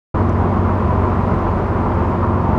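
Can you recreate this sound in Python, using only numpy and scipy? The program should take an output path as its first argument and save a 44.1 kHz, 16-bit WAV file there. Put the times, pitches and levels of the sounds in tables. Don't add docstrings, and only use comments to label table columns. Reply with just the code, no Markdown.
import sys
import numpy as np
from scipy import signal
from scipy.fft import rfft, irfft
from scipy.io import wavfile
from scipy.ndimage import uniform_filter1d

SR = 44100
rng = np.random.default_rng(int(sys.argv[2]) if len(sys.argv) > 2 else 0)


def to_wav(s):
    ch = np.atleast_2d(s).T
    pcm = np.round(np.clip(ch, -1, 1) * 32767)
    wavfile.write(sys.argv[1], SR, pcm.astype(np.int16))


N = 113778

# pitch_hz, relative_density_db
WIND_SPECTRUM = [(15, -40.5), (27, -28), (36, -6), (45, -3), (70, -3), (130, -1), (220, -7), (400, -12),
                 (900, -27.5), (3000, -70.5)]
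# pitch_hz, relative_density_db
WASH_SPECTRUM = [(200, -12.5), (500, 1), (1100, -6.5), (1700, -7), (2600, -17.5), (3600, -27), (4700, -31),
                 (6300, -37), (8500, -45), (11000, -47.5), (15500, -62)]
# time_s, level_db
WASH_LEVELS = [(.15, -33.5), (.5, -34), (1.0, -33), (1.35, -32.5), (1.75, -33.5), (2.1, -33), (2.3, -35.5),
               (2.58, -33.5)]
# time_s, pitch_hz, level_db
WHINE_GLIDE = [(2.39, 945, -48), (2.438, 922, -27.5), (2.492, 898, -28.5), (2.58, 876, -29)]
# start_s, peak_level_db
DECK_TICKS = [(.293, -43)]
# centre_s, length_s, pitch_hz, width_hz, peak_level_db
FITTING_RINGS = [(0.551, 0.014, 1067, 110, -23), (0.917, 0.054, 995, 40, -29.5),
                 (1.962, 0.088, 906, 50.7, -29), (2.233, 0.0097, 1240, 128, -24)]
# time_s, rate_hz
FIRING_RATE = [(.15, 46.3), (.5, 46.64), (.9, 46.66), (1.3, 46.43), (1.7, 46.18), (2.1, 46.09),
               (2.5, 46.38)]
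CYLINDER_STRENGTH = [2, 0.017, 0.83, -0.99, -1.1, -2.3]
# pitch_hz, width_hz, relative_level_db
PLANK_MODES = [(173, 99, -3), (217.4, 36, 3.5), (341.4, 72, -1.5), (404.5, 50, -4), (525, 71, -8.5),
               (625.4, 33, -3.5), (717, 42, -5.5)]
# pitch_hz, width_hz, relative_level_db
BLOCK_MODES = [(798.4, 45, -4.5), (875.7, 49, -4.5), (960, 48, -1), (1014, 44, -2), (1070, 82, -4),
               (1170, 79, -5.5), (1307, 132, -10.5), (1430, 168, -16)]
# pitch_hz, relative_density_db
CLATTER_SPECTRUM = [(300, 2.5), (600, 6.5), (1200, -7.5), (1600, -18.5), (2000, -13.5), (2800, -26),
                    (3600, -38.5), (5000, -46.5), (9000, -55), (16000, -53)]
# multiple_of_engine_cycle, side_level_db, stern_level_db
DRONE_PARTIALS = [(6, -33, -30), (7, -38, -44), (10, -29, -31), (12, -19, -22.8), (15, -46, -31),
                  (18, -31, -38), (22, -37, -36), (24, -30.5, -31.5), (26, -43, -37), (27, -38, -41),
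                  (30, -29.5, -33), (32, -34, -34), (42, -42, -39), (44, -43, -40), (46, -37, -37),
                  (52, -42, -43)]

START_S, FADE_IN_S, TOP_HZ = .142, .004, 15700
WIND_DB, GUST_SPREAD_DB = -25, 1.0
FIZZ_DB, POPS_PER_S = -72, 1500
TICK_HZ, TICK_WIDTH_HZ, TICK_DECAY_S = 5700, 1600, .0023
PROP_HZ, PROP_DB, PROP_WAVER_DB = 72.3, -29, 3
CYLINDERS, MAX_FIRINGS = 6, 126
KNOCK_DECAY_S, KNOCK_SCATTER_DB, KNOCK_JITTER_S = .021, 1.46, .0011
KNOCK_FLOOR = .56
PLANKS_DB, BLOCK_DB, CLATTER_DB = -22.5, -25.5, -29.5
DRONE_WAVER_DB, DRONE_SWAY_RAD = 1.0, .1
TURN_S, TURN_LENGTH_S = .97, .5


def undb(db):
    return 10 ** (np.asarray(db) / 20)


def level(x, db):
    return x * undb(db) / np.sqrt(np.mean(x ** 2))


def noise():
    return rng.standard_normal(N)


def walk(rate_hz):
    hold = int(SR / rate_hz)
    held = rng.standard_normal(400)[np.arange(N) // hold]
    return np.sqrt(2) * uniform_filter1d(uniform_filter1d(held, hold), hold)


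def colour(x, points):
    hz, db = np.array(points, float).T
    bins_hz = np.maximum(np.fft.rfftfreq(N, 1 / SR), 1)
    gain = undb(np.interp(np.log(bins_hz), np.log(hz), db))
    return irfft(rfft(x) * gain, N)


def ring(x, hz, width_hz):
    b, a = signal.iirpeak(min(hz, SR / 2 - 1), hz / width_hz / np.sqrt(2), fs=SR)
    return signal.lfilter(b, a, signal.lfilter(b, a, x))


def wind():
    gusts = undb(GUST_SPREAD_DB * walk(14))
    return level(colour(noise() * gusts, WIND_SPECTRUM), WIND_DB)


def wake(t):
    time_s, level_db = np.array(WASH_LEVELS).T
    wash = level(colour(noise(), WASH_SPECTRUM), 0) * undb(np.interp(t, time_s, level_db))
    bursts = rng.random(N) < POPS_PER_S / SR
    pops = noise() * bursts * undb(2.5 * rng.exponential(size=N))
    return wash + level(ring(pops, hz=5000, width_hz=4500), FIZZ_DB)


def whine(t):
    time_s, hz, db = np.array(WHINE_GLIDE).T
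    pitch_hz = np.interp(t, time_s, hz) * (1 + .00514 * walk(62))
    tone = np.sqrt(2) * np.sin(2 * np.pi * np.cumsum(pitch_hz) / SR)
    return tone * undb(np.interp(t, time_s, db)) * (t > time_s[0])


def ticks(t):
    envelope = 0
    for start_s, db in DECK_TICKS:
        decay = np.exp(-np.abs(t - start_s) / TICK_DECAY_S)
        envelope = envelope + undb(db) * (t >= start_s) * decay
    return envelope * level(ring(noise(), TICK_HZ, TICK_WIDTH_HZ), 0)


def fittings(t):
    out = 0
    for centre_s, length_s, hz, width_hz, db in FITTING_RINGS:
        swell = np.exp(-.5 * ((t - centre_s) / length_s) ** 2)
        out = out + level(ring(noise(), hz, width_hz), db) * swell
    return out


def propeller():
    pitch_hz = PROP_HZ * (1 + .014 * walk(5.33))
    phase = 2 * np.pi * (np.cumsum(pitch_hz) / SR + rng.random())
    return level(np.sin(phase) * undb(PROP_WAVER_DB * walk(9.4)), PROP_DB)


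def knocks(cycle):
    late, size = rng.standard_normal((MAX_FIRINGS, 2)).T
    number = np.arange(MAX_FIRINGS)
    jitter = (late * KNOCK_JITTER_S * SR).astype(int)
    at = np.searchsorted(cycle * CYLINDERS, number) + jitter
    gain = undb(np.resize(CYLINDER_STRENGTH, MAX_FIRINGS) + KNOCK_SCATTER_DB * size)
    heard = (at >= 0) & (at < N) & (number < cycle[-1] * CYLINDERS)
    hits = np.bincount(at[heard], gain[heard], N)
    decay = np.exp(-1 / (KNOCK_DECAY_S * SR))
    return KNOCK_FLOOR + signal.lfilter([1], [1, -decay], hits)


def resonate(force, modes):
    return sum(undb(db) * ring(force * noise(), hz, width_hz) for hz, width_hz, db in modes)


def rattle(cycle):
    force = knocks(cycle)
    planks = level(resonate(force, PLANK_MODES), PLANKS_DB)
    block = level(resonate(force, BLOCK_MODES), BLOCK_DB)
    clatter = level(colour(force * noise(), CLATTER_SPECTRUM), CLATTER_DB)
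    return planks + block + clatter


def drone(cycle, astern):
    out = 0
    for multiple, side_db, stern_db in DRONE_PARTIALS:
        phase = 2 * np.pi * (multiple * cycle + rng.random()) + DRONE_SWAY_RAD * walk(6)
        level_db = side_db + (stern_db - side_db) * astern + DRONE_WAVER_DB * walk(7.35)
        out = out + np.sqrt(2) * np.sin(phase) * undb(level_db)
    return out


def scene():
    t = np.arange(N) / SR
    time_s, rate_hz = np.array(FIRING_RATE).T
    cycle = np.cumsum(np.interp(t, time_s, rate_hz)) / SR / CYLINDERS
    astern = np.clip((t - TURN_S) / TURN_LENGTH_S + .5, 0, 1)
    surroundings = wind() + wake(t)
    details = whine(t) + ticks(t) + fittings(t)
    machinery = propeller() + rattle(cycle) + drone(cycle, astern)
    return (surroundings + details + machinery)[None]


def record(dry):
    live = np.clip((np.arange(N) / SR - START_S) / FADE_IN_S, 0, 1)
    low_pass = signal.ellip(8, .2, 70, TOP_HZ, fs=SR, output="sos")
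    return signal.sosfilt(low_pass, dry * live)


dry = scene()
out = record(dry)
to_wav(out)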